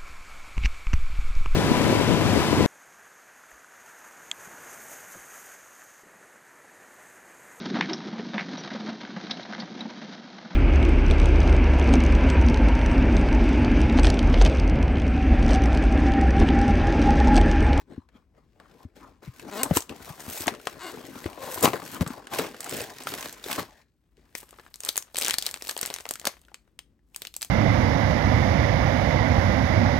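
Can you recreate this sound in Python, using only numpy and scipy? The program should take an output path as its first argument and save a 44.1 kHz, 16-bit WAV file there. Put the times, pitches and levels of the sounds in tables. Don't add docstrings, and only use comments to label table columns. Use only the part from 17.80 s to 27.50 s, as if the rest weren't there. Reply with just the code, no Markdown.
import sys
import numpy as np
from scipy import signal
from scipy.fft import rfft, irfft, next_fast_len
from scipy.io import wavfile
from scipy.ndimage import uniform_filter1d

SR = 44100
rng = np.random.default_rng(int(sys.argv[2]) if len(sys.argv) > 2 else 0)


def voltage_ratio(level):
    return 10 ** (np.asarray(level, float) / 20)


def pcm_store(signal):
    levels = np.round(np.clip(np.atleast_2d(signal), -1, 1) * 32767)
    wavfile.write(sys.argv[1], SR, levels.astype(np.int16).T)


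N = 427769

# f/Hz, density/dB
HUM_SPECTRUM = [(13, -44.5), (22, -13.5), (49, 10), (95, -4), (302, -8.5), (705, -27.5), (1780, -33.5),
                (15000, -48)]
HUM_DB = -63
LULL_S, LULL_LONG_S, LULL_DB = 6.2, 0.18, -6.5
# f/Hz, t60/s
WALL_T60 = [(200, 0.093), (2000, 0.21), (10000, 0.19)]

# t of firmest contact/s, body level/dB, rise/s, release/s, grit over body/dB
TURNING_STROKES = [(.005, -58.5, .05, 0.039, -5.5), (.117, -55.5, 0.051, 0.13, -16),
                   (.185, -63.5, 0.072, 0.07, -29), (.364, -60.5, 0.069, 0.079, -13),
                   (.585, -62.5, 0.05, 0.07, -12.5), (.811, -60, 0.041, 0.49, -35),
                   (1.04, -59.5, 0.38, 0.03, -5), (1.162, -52.5, 0.015, 0.22, -8),
                   (1.3, -59, 0.19, 0.036, -12), (1.43, -51.5, 0.013, 0.14, -5.5),
                   (1.6, -60.5, 0.13, 0.15, 5)]
OPENING_STROKES = [(1.783, -24.5, 0.11, 0.096, -19), (1.906, -41.5, 0.043, 0.13, -7.5),
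                   (1.971, -38.5, 0.05, 0.031, 5.5), (2.107, -41.5, 0.022, 0.079, -20.5),
                   (2.299, -46, 0.28, 0.077, -3.5), (2.589, -47, 0.29, 0.17, 5.5),
                   (2.686, -42.5, 0.087, 0.093, -14), (2.882, -58.5, 0.23, 0.18, 4.5),
                   (3.075, -42.5, 0.26, 0.29, -12.5), (3.401, -49, 0.81, 0.36, -2.5),
                   (3.632, -24, 0.054, 0.16, -23), (3.792, -48.5, 0.28, 0.23, 5),
                   (3.846, -18.5, 0.028, 0.022, -5.5), (3.879, -31.5, 0.035, 0.045, -6.5),
                   (3.939, -32, 0.012, 0.06, -10), (4.149, -42.5, 0.34, 0.12, -2.5),
                   (4.216, -27, 0.015, 0.021, -14.5), (4.321, -43.5, 0.11, 0.18, -8)]
POURING_STROKES = [
    (4.535, -36.5, 0.038, .12, -0.5),
    (4.59, -32.5, 0.04, 0.15, -3.5),
    (4.962, -39.5, 0.28, 0.25, 0),
    (5.21, -49.5, 0.11, 0.15, -0.5),
    (5.28, -42, 0.036, 0.42, 2),
    (5.468, -51, 0.44, 0.067, 4.5),
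    (5.715, -39, 0.096, 0.14, 2.5),
    (5.787, -31, 0.015, 0.059, -5),
    (6.0, -67, 0.44, 0.061, 4.5),
    (6.377, -68.5, 0.023, 0.4, -2),
]
DRAG_STROKES = [
    (5.99, -64.5, 0.33, 0.07, -3),
]
DRAG_HZ = 1800
# t of firmest contact/s, crackle level/dB, rise/s, release/s, contents over foil/dB
SQUEEZE_STROKES = [(6.558, -31.5, 0.008, 0.094, -10), (6.8, -56, 0.49, 0.4, 2),
                   (7.076, -35.5, 0.081, 0.12, -2.5), (7.171, -55, 0.12, 0.12, 13.5),
                   (7.41, -34.5, 0.045, 0.14, -2), (7.48, -33, 0.13, 0.029, 3.5),
                   (7.675, -38, 0.18, 0.13, 0), (7.9, -32, 0.16, 0.074, -5), (8.039, -38.5, 0.23, 0.49, -1),
                   (8.47, -46, 0.071, 0.1, 7.5), (8.748, -79, 0.17, 0.31, 12), (9.38, -52, 0.05, 0.21, -4),
                   (9.451, -47.5, 0.13, 0.05, -5), (9.66, -53, 0.14, 0.198, -3.5)]
SWELL_DB = 20
ROUNDED = 1.19

# f/Hz, width/Hz, level/dB
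BOX_MODES = [(139.5, 84, -2), (298, 100, 2.5), (450, 88, 1), (612, 90, -0.5), (790, 130, -2.5),
             (1040, 234, -1), (1500, 1480, -11.5)]
# f/Hz, width/Hz, level/dB
LID_MODES = [(1040, 49, 2), (1550, 130, -4.5), (2113, 78, -4), (2845, 41, -2), (3540, 360, -14.5),
             (4500, 430, -13), (7800, 1000, -17.5)]
SLACK_PITCH, BENT_PITCH = 0.91, 1
# f/Hz, density/dB
HISS_SPECTRUM = [(800, -35), (1500, 4), (3000, 0), (5000, 0), (8500, -1), (12000, 1.5), (16000, -3)]
FAR_S, FAR_DB = 4.4, -6.5

# t/s, peak level/dB, panel f/Hz, low push level/dB
BLOWS = [(0.121, -35.5, 249, -16), (0.177, -24, 247, -10), (0.35, -37.5, 234, -26), (1.049, -31.5, 239, -1),
         (1.476, -26.5, 128, -5.5), (1.664, -29, 246, -26), (1.909, -10, 527, -40.5),
         (1.91, -11.5, 157, -9), (1.966, -12.5, 292, -17), (2.104, -27.5, 224, -15),
         (2.212, -36.5, 312, -10), (2.298, -31, 155, -7), (2.478, -27, 226, -8.5), (2.604, -25, 298, -15),
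         (2.672, -18.5, 275, -23), (3.359, -29.5, 242, -23), (3.457, -17, 314, -11.5),
         (3.775, -26.5, 322, -20.5), (3.842, -14.5, 244, -16), (3.93, -25, 298, -16),
         (4.209, -12.5, 167, -7), (4.264, -25.5, 150, -27), (4.302, -23.5, 237, -31), (4.59, -13, 397, -41),
         (4.937, -26, 360, -39), (5.004, -19, 450, -24), (5.66, -23.5, 389, -30), (5.783, -22, 385, -22),
         (6.377, -37.5, 386, -30), (8.472, -15, 523, -40)]
# t/s, slip f/Hz, level/dB, lid bend/0-1, box under lid level/dB
CREAK_CURVES = [
    [(1.7, 184, -58, 0, 1.5), (1.72, 195.5, -39, 0.4, -2), (1.755, 204.6, -37, 0, 1),
     (1.785, 214.4, -33.5, 0.7, -2.5), (1.818, 262, -31, 0.9, 0), (1.835, 258, -61.5, .9, 3)],
    [(2.37, 73, -68, .4, 0), (2.39, 76.7, -52, 0.1, 2), (2.52, 61.3, -46, 0.2, 2), (2.54, 61.1, -78, .4, 0)],
    [(2.99, 324.6, -43.5, .3, -17), (3.02, 336, -36, 0.7, -14.5), (3.05, 345, -37.5, 1, -1),
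     (3.08, 318, -36.5, 1, -6.5), (3.11, 332.6, -39, 0.4, -6), (3.125, 310, -65.5, .3, -2)],
    [(3.59, 501, -48.5, 0.1, 8.5), (3.63, 528.6, -42, .5, 3), (3.67, 513.5, -42, 0.4, 3.5),
     (3.74, 509, -44.5, 0.2, 6), (3.76, 480, -58, .3, -4)],
]
CREAK_SCATTER = [.055, .07, .17, .075]

# t/s, peak level/dB, ring f/Hz
NAIL_TICKS = [
    (0.289, -52.5, 1800),
    (0.55, -58, 1750),
    (1.5965, -31.5, 2210),
]
# t/s, peak level/dB, ring f/Hz
CARD_BUCKLES = [(0.8005, -39, 1140), (1.8327, -4, 8250), (1.911, -26, 800), (1.9704, -15.5, 940),
                (1.9712, -9.5, 7300), (2.0945, -26.5, 2530), (2.4045, -30, 5970), (2.6803, -10, 1000),
                (2.7391, -31, 1210), (2.8714, -14, 1120), (3.3573, -33, 1040), (3.462, -24, 1220),
                (3.8277, -11, 8000), (3.8555, -6, 1000), (3.9335, -15.5, 1040), (4.1664, -30.5, 1110),
                (4.2093, -23, 1040), (4.2642, -24, 1170), (4.3051, -28.5, 1130)]
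# t/s, peak level/dB, ring f/Hz
MORE_CARD_BUCKLES = [(2.0057, -23.5, 6500), (2.0221, -28.5, 6570), (2.1122, -48.5, 786), (2.1243, -32, 775),
                     (2.379, -43, 800), (2.3933, -41, 800), (2.5234, -44.5, 925), (2.5422, -30.5, 8280),
                     (2.5718, -34.5, 807), (2.6076, -22.5, 7870), (2.6351, -41, 1120), (2.661, -30.5, 1036),
                     (2.67, -19.5, 6640), (2.7094, -45, 800), (2.75, -35, 2770), (2.799, -38, 1320),
                     (3.173, -37, 870), (3.389, -34, 6000), (3.4424, -28.5, 1990), (3.5, -36, 1030),
                     (3.5309, -36, 2370), (3.6749, -35, 1120), (3.7252, -30, 870), (3.739, -31.5, 950),
                     (3.7762, -27.5, 945), (3.8091, -22.5, 7700), (3.8683, -20.5, 806), (3.8854, -20.5, 1194),
                     (3.9986, -31.5, 1040), (4.02, -32.5, 1120), (4.0524, -32, 5930), (4.2764, -24, 8070)]
# t/s, peak level/dB, ring f/Hz
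POUCH_LANDINGS = [(4.4705, -30.5, 1500), (4.5247, -29.5, 960), (4.588, -14, 2113), (4.745, -30.5, 1490),
                  (4.806, -21, 7600), (4.8945, -21, 8000), (5.236, -28, 8050), (5.271, -18, 1330),
                  (5.339, -21.5, 2120), (5.527, -27.5, 7000), (5.6409, -23.5, 3780), (5.7, -26.5, 925),
                  (5.7291, -15.5, 2490), (5.781, -22.5, 986)]
# t/s, peak level/dB, ring f/Hz
MORE_POUCH_LANDINGS = [(4.536, -23, 1550), (4.5589, -23, 1115), (4.5964, -20.5, 1377), (4.6302, -36, 950),
                       (4.648, -28.5, 1120), (4.678, -36.5, 1340), (4.8437, -24.5, 7620), (4.864, -31, 1300),
                       (4.949, -26.5, 2000), (4.968, -22, 8330), (5.0053, -20.5, 2570), (5.0163, -25.5, 8300),
                       (5.0966, -33.5, 1850), (5.3202, -27, 1320), (5.3834, -26.5, 1700), (5.409, -27, 6480),
                       (5.4273, -26, 2570), (5.458, -24, 1700), (5.7129, -19.5, 2230), (5.7606, -40, 5930)]
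# t/s, peak level/dB, ring f/Hz
LIFT_BUCKLES = [(6.37, -50, 3020), (6.5523, -18, 2140), (6.6305, -37, 1040), (6.691, -42, 8230),
                (6.7087, -34, 8410), (6.7284, -41, 1150), (6.787, -37.5, 1120), (6.797, -37.5, 1670),
                (6.8644, -37.5, 1550), (6.9419, -26.5, 4930), (6.9585, -29, 7800), (7.005, -21.5, 7360),
                (7.0355, -21.5, 5630), (7.05, -13, 6600), (7.0627, -24, 7550), (7.0867, -21.5, 8700),
                (7.0901, -10.5, 4120), (7.1582, -15.5, 6630), (7.1681, -14.5, 8780), (7.1778, -7, 6370),
                (7.2249, -24.5, 6300)]
# t/s, peak level/dB, ring f/Hz, contents level/dB
TURN_BUCKLES = [(7.346, -26, 3910, 6), (7.3581, -18.5, 2390, -22), (7.3691, -14.5, 4320, -24.5),
                (7.377, -29.5, 3590, -11), (7.3812, -16.5, 8350, 6), (7.3856, -10, 8230, -10.5),
                (7.4, -21.5, 7480, -12.5), (7.4094, -27.5, 5490, -11.5), (7.413, -13.5, 6500, -5),
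                (7.4205, -14, 2390, -10.5), (7.4242, -18.5, 4270, 1.5), (7.4337, -18, 3920, -6),
                (7.4393, -23, 3040, -6.5), (7.4478, -10.5, 5910, -10.5), (7.454, -16, 3310, -12.5),
                (7.4634, -15.5, 2820, -18), (7.4713, -17, 2800, -6.5), (7.4774, -22, 1700, -22.5),
                (7.4827, -8.5, 7080, -14), (7.4927, -18, 2570, -17.5), (7.4976, -12.5, 1590, -9.5),
                (7.5088, -9, 1984, -12.5), (7.5178, -38.5, 3910, -13), (7.5227, -32, 3040, -13),
                (7.5282, -36.5, 2010, -5.5), (7.532, -30, 6540, -5.5), (7.536, -19, 4250, -7),
                (7.541, -10.5, 4050, -7), (7.5475, -30.5, 1560, 3), (7.5845, -10, 4850, -25),
                (7.6142, -23.5, 5450, -12.5), (7.6247, -17.5, 4870, -8), (7.6336, -37.5, 4250, -20),
                (7.651, -32.5, 3910, -13), (7.6586, -24.5, 3040, -18), (7.6653, -8, 4250, -37),
                (7.6702, -26.5, 1840, 3.5), (7.6833, -34.5, 1560, -1.5), (7.6903, -25, 1560, -14),
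                (7.7123, -21, 7220, -16.5), (7.7418, -15.5, 2600, -13), (7.7617, -30, 1560, 10),
                (7.7733, -33.5, 4250, -0.5),
                (7.812, -34, 2570, -4), (7.823, -18.5, 4800, 6.5), (7.85, -27, 5020, -13),
                (7.8635, -34.5, 4250, -3), (7.8717, -26, 4250, -2), (7.8911, -17, 4320, 0),
                (7.8947, -13.5, 1500, -21), (7.9114, -18, 5450, 2.5), (7.9661, -20, 2820, 5),
                (7.9775, -15.5, 7620, -4.5), (7.991, -23.5, 3940, -12), (8.0101, -32, 2370, 12),
                (8.0135, -10.5, 8400, -21), (8.0302, -15.5, 1470, -5), (8.0332, -28, 3060, -10),
                (8.0532, -21.5, 2000, -4), (8.0608, -12, 8600, -8), (8.0686, -27, 8330, -10),
                (8.0709, -29.5, 8280, 0.5), (8.076, -25, 1700, -2), (8.0902, -34, 3040, -11),
                (8.1023, -18, 2330, 8.5), (8.1096, -29, 1700, 20.5), (8.1407, -13, 5700, -18),
                (8.15, -32, 2000, -22), (8.1627, -21, 1990, -6.5), (8.1861, -26.5, 1710, -15),
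                (8.202, -33, 2570, 5.5), (8.2072, -29.5, 5450, -5), (8.2549, -23, 1840, 8),
                (8.2644, -33, 1560, 15), (8.2906, -19.5, 5450, -5.5), (8.31, -11.5, 8280, 2.5),
                (8.338, -22.5, 7010, -20), (8.3565, -22.5, 1530, -23), (8.3977, -24, 6500, -23),
                (8.415, -29.5, 1560, 4), (8.445, -30.5, 1560, 10), (8.454, -13, 4700, 3),
                (8.4692, -14.5, 3540, 13.5), (8.472, -7.5, 4400, 5.5), (8.4826, -33, 1970, -0.5),
                (8.4925, -35.5, 2020, -13)]
# t/s, peak level/dB, ring f/Hz
HOLD_BUCKLES = [(8.593, -50, 8000), (8.6162, -41.5, 7980), (8.651, -47, 3000), (8.684, -45.5, 1475),
                (8.717, -45, 800), (8.744, -23.5, 2580), (8.877, -54, 1240), (8.991, -26.5, 3030),
                (9.1921, -63, 1750), (9.3467, -32, 2610), (9.362, -19.5, 8050), (9.42, -22.5, 3650),
                (9.4514, -25.5, 2850), (9.4709, -23, 4220), (9.541, -27.5, 4030), (9.551, -39, 4990),
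                (9.5653, -16.5, 7800), (9.612, -26.5, 4030), (9.619, -20.5, 8260), (9.628, -14.5, 5060),
                (9.648, -21.5, 8250)]
# f/Hz, density/dB
FOIL_SPECTRUM = [(700, -14), (1500, -8.5), (3000, -0.5), (6000, 0.5), (8500, 5), (12000, 5.5), (15500, 2),
                 (16600, -22)]

# f/Hz, correlation/1
PORT_LIKENESS = [(40, .85), (150, .92), (500, .82), (1400, .72), (3000, .66), (6000, .68), (9500, .93)]
# f/Hz, phase/rad
PORT_LEAD = [(0, 0), (1500, 0), (3200, .8), (6600, .3), (7750, .7), (8475, 0)]
# f/Hz, level/dB
PORT_BALANCE = [(60, 3), (550, 6.5), (2400, 3.5), (5500, 4), (8100, 1.6), (10000, 0)]
LAG_FROM_HZ, LAG_TURN_HZ = 8475, 3550
ASIDE_S, ASIDE_LONG_S, ASIDE_DB = 5.2, 0.75, 2.6
STEADY_TOP_HZ = 15900


def unit(x):
    return x / np.sqrt(np.mean(x ** 2) + 1e-20)


def along(points, hz):
    f, v = np.transpose(points)
    return np.interp(np.log(hz + 1), np.log(f + 1), v)


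def curves(rows):
    s, *cols = np.transpose(rows)
    t = np.arange(N) / SR
    return [np.interp(t, s, c, left=-140, right=-140) for c in cols]


def filtered(x, response):
    m = next_fast_len(N + SR // 2)
    f = np.fft.rfftfreq(m, 1 / SR)
    return irfft(rfft(x, m) * response(f), m)[..., :N]


def resonance(f, hz, width_hz):
    return 1j * f * width_hz / (hz * hz - f * f + 1j * f * width_hz)


def modes(table, f):
    return sum((-1) ** k * voltage_ratio(db) * resonance(f, hz, width_hz) for k, (hz, width_hz, db) in enumerate(table))


def pair():
    def mid_side(hz):
        turn_rad = np.arccos(along(PORT_LIKENESS, hz)) / 2
        return np.array([np.cos(turn_rad), np.sin(turn_rad)])

    mid, side = filtered(rng.standard_normal((2, N)), mid_side)
    return np.array([mid + side, mid - side])


def grains(per_s, spread_db, life_s, smooth):
    chance, size = rng.random((2, N))
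    kicks = (chance < per_s / SR) * voltage_ratio(-spread_db * np.log(np.maximum(size, 2e-2)))
    gate = signal.lfilter([1], [1, -np.exp(-1 / (life_s * SR))], kicks)
    return pair() * (unit(gate) + smooth)


def patchy(x, depth_db):
    z = signal.stft(x, nperseg=512)[2]
    field = uniform_filter1d(rng.standard_normal(z.shape[1:]), size=5, axis=0)
    field = uniform_filter1d(field, size=12, axis=1)
    return signal.istft(z * voltage_ratio(depth_db * unit(field)), nperseg=512)[1][:, :N]


def pressure(strokes):
    s, db, rise_s, fall_s, second_db = np.transpose(strokes)[:, :, None]
    t = np.arange(0, N + 64, 64) / SR
    away = np.maximum((s - t) / np.abs(rise_s), (t - s) / np.abs(fall_s))
    power = voltage_ratio(2 * (db - SWELL_DB * away ** ROUNDED))
    levels = [10 * np.log10(p.sum(0) + 1e-14) for p in (power, power * voltage_ratio(2 * second_db))]
    return [np.interp(np.arange(N) / SR, t, v) for v in levels]


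def air():
    swell = unit(uniform_filter1d(rng.standard_normal(N), size=4000))
    lull = np.exp(-((np.arange(N) / SR - LULL_S) / LULL_LONG_S) ** 2)
    hum = unit(filtered(pair(), lambda f: voltage_ratio(along(HUM_SPECTRUM, f))))
    return voltage_ratio(HUM_DB + 1.4 * swell + LULL_DB * lull) * hum


def room(x):
    hz, t, z = signal.stft(pair()[:, :SR // 2], SR, nperseg=256)
    decay = voltage_ratio(-60 * t / along(WALL_T60, hz)[:, None])
    tail = signal.istft(z * decay, SR, nperseg=256)[1]
    late = np.pad(x, ((0, 0), (200, 0)))
    return signal.fftconvolve(late, tail / np.linalg.norm(tail[0]), axes=1)[:, :N]


def rub():
    body_db, hiss_db = pressure(TURNING_STROKES + OPENING_STROKES + POURING_STROKES)
    body_db = body_db - 19 * sum(curves(rows)[0] > 150 for rows in CREAK_CURVES)
    body = grains(per_s=240, spread_db=3, life_s=0.0046, smooth=0.87)
    body = filtered(body, lambda f: modes(BOX_MODES, f))
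    hiss = grains(per_s=500, spread_db=5.5, life_s=0.002, smooth=0.65)
    hiss = patchy(filtered(hiss, lambda f: voltage_ratio(along(HISS_SPECTRUM, f))), depth_db=1.2)
    top = filtered(hiss, lambda f: 1 / (1 + (6500 / (f + 1)) ** 4)) / np.std(hiss)
    far_db = FAR_DB * (np.arange(N) > FAR_S * SR)
    bright_db = 0.44 * np.clip(hiss_db - body_db - 11.0, -15, 7) + 0.39 * (hiss_db + 60) + far_db
    hiss = unit(hiss) + (voltage_ratio(bright_db) - 1) * top
    return voltage_ratio(body_db + 3.0) * unit(patchy(body, depth_db=4.0)) + voltage_ratio(hiss_db + 4.5) * hiss


def thumps():
    out, t = np.zeros(N + SR), np.arange(SR // 8) / SR
    for s, db, hz, push_db in BLOWS:
        sag_t = t + 0.0012 * (1 - np.exp(-t / 0.0024))
        panel = voltage_ratio(6.5 - 60 * t * hz / 8) * np.sin(2 * np.pi * hz * sag_t)
        push = voltage_ratio(push_db + 8.0 - 60 * t / 0.058) * np.sin(2 * np.pi * 85 * t)
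        rise_s = 0.0045 * voltage_ratio(-(db + 28) / 3)
        onset = 1 - np.exp(-(t / rise_s) ** 2)
        out[round(s * SR):][:len(t)] += voltage_ratio(db) * onset * (panel + push)
    return out[:N]


def snaps(table, ring_share, sharp, rise_s, life_s, trail_db, reach, least_hz):
    s, db, hz, low_db = np.transpose(table)[:, :, None]
    k, f = np.arange(-128, 1536), np.fft.rfftfreq(2048, 1 / SR)
    t = k / SR
    fall = (np.exp(-t / life_s) + voltage_ratio(trail_db) * np.exp(-t / 0.008)) / (1 + voltage_ratio(trail_db))
    shape = np.where(t < 0, np.exp(t / rise_s), fall)
    at = np.round(s * SR).astype(int) + k
    burst = np.pad(pair(), ((0, 0), (0, len(k))))[:, at] * shape
    corner_hz = reach * np.maximum(hz, least_hz) * voltage_ratio(0.16 * (db + 17))
    dull = 1 / (1 + (f / corner_hz) ** 2)
    ring = ring_share * resonance(f, hz, hz / sharp)
    low = voltage_ratio(low_db) * resonance(f, 630, 950)
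    colour = dull * (voltage_ratio(along(FOIL_SPECTRUM, f)) + ring + low)
    burst = irfft(rfft(burst, 2048) * colour)[..., :len(k)]
    burst *= voltage_ratio(db + 0.5) / np.abs(burst.mean(0)).max(1, keepdims=True)
    return np.array([np.bincount(at.ravel(), b.ravel(), N + len(k))[:N] for b in burst])


def creaks():
    out = np.zeros((3, N))
    wander = unit(uniform_filter1d(rng.standard_normal(N), size=200))
    size_db = 15.0 + 2 * rng.standard_normal(N)
    for rows, scatter in zip(CREAK_CURVES, CREAK_SCATTER):
        rate_hz, db, bend, box_db = curves(rows)
        slips = np.cumsum(np.maximum(rate_hz, 0) * (1 + scatter * wander) / SR)
        at = np.flatnonzero(np.diff(np.floor(slips)) > 0)
        bend = np.clip(bend[at], 0, 1)
        pulse = voltage_ratio(db[at] + size_db[at]) * np.sqrt(SR / np.maximum(rate_hz[at], 1))
        out[:, at] = pulse * [voltage_ratio(box_db[at]), 1 - bend, bend]

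    def bodies(f):
        lids = [modes(LID_MODES, f / SLACK_PITCH), modes(LID_MODES, f / BENT_PITCH)]
        return np.array([modes(BOX_MODES[:5], f), *lids])

    return filtered(out, bodies).sum(0)


def drag():
    band = filtered(rng.standard_normal(N), lambda f: resonance(f, DRAG_HZ, 300) ** 2)
    return voltage_ratio(pressure(DRAG_STROKES)[0]) * unit(band)


def crinkle():
    crackle_db, body_db = pressure(SQUEEZE_STROKES)
    crackle = grains(per_s=400, spread_db=4.5, life_s=0.0015, smooth=0.7)
    crackle = unit(filtered(crackle, lambda f: voltage_ratio(along(FOIL_SPECTRUM, f))))
    body = grains(per_s=200, spread_db=5.5, life_s=0.0037, smooth=0.4)
    body = unit(filtered(body, lambda f: resonance(f, 800, 2900) ** 2))
    return voltage_ratio(crackle_db - 9.5) * crackle + voltage_ratio(body_db - 9.0) * body


def scene():
    def with_low(rows, low_db):
        return [(*row, low_db) for row in rows]

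    loose = LIFT_BUCKLES + HOLD_BUCKLES
    knocks = CARD_BUCKLES + POUCH_LANDINGS + NAIL_TICKS + MORE_CARD_BUCKLES + MORE_POUCH_LANDINGS
    knocks = with_low(knocks + [row for row in loose if row[2] <= 1800], low_db=0)
    card = snaps(knocks, ring_share=2.4, sharp=7, rise_s=0.0004, life_s=0.0012, trail_db=-8,
                 reach=2.6, least_hz=0)
    clear = TURN_BUCKLES + with_low([row for row in loose if row[2] > 1800], low_db=-9)
    foil = snaps(clear, ring_share=1.1, sharp=3.3, rise_s=0.00035, life_s=0.0006, trail_db=-17,
                 reach=2.2, least_hz=2600)
    steady = card + thumps() + creaks() + rub() + crinkle() + drag()
    steady = steady + voltage_ratio(-15.5) * room(steady + foil) + air()
    aside_db = ASIDE_DB / 2 * np.exp(-((np.arange(N) / SR - ASIDE_S) / ASIDE_LONG_S) ** 4)
    return (foil + filtered(steady, lambda f: f < STEADY_TOP_HZ)) * voltage_ratio([-aside_db, aside_db])


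def top_cut(x):
    return signal.sosfilt(signal.butter(12, 17130, fs=SR, output="sos"), x)


def record(dry):
    def ports(f):
        lag_rad = 2 * np.pi * np.maximum(f - LAG_FROM_HZ, 0) / LAG_TURN_HZ
        half = voltage_ratio(along(PORT_BALANCE, f) / 2) * np.exp(0.5j * (along(PORT_LEAD, f) - lag_rad))
        return np.array([half, 1 / half]) / (1 + (38 / (f + 1)) ** 4)

    return top_cut(filtered(dry, ports))


dry = scene()
out = record(dry)
pcm_store(out)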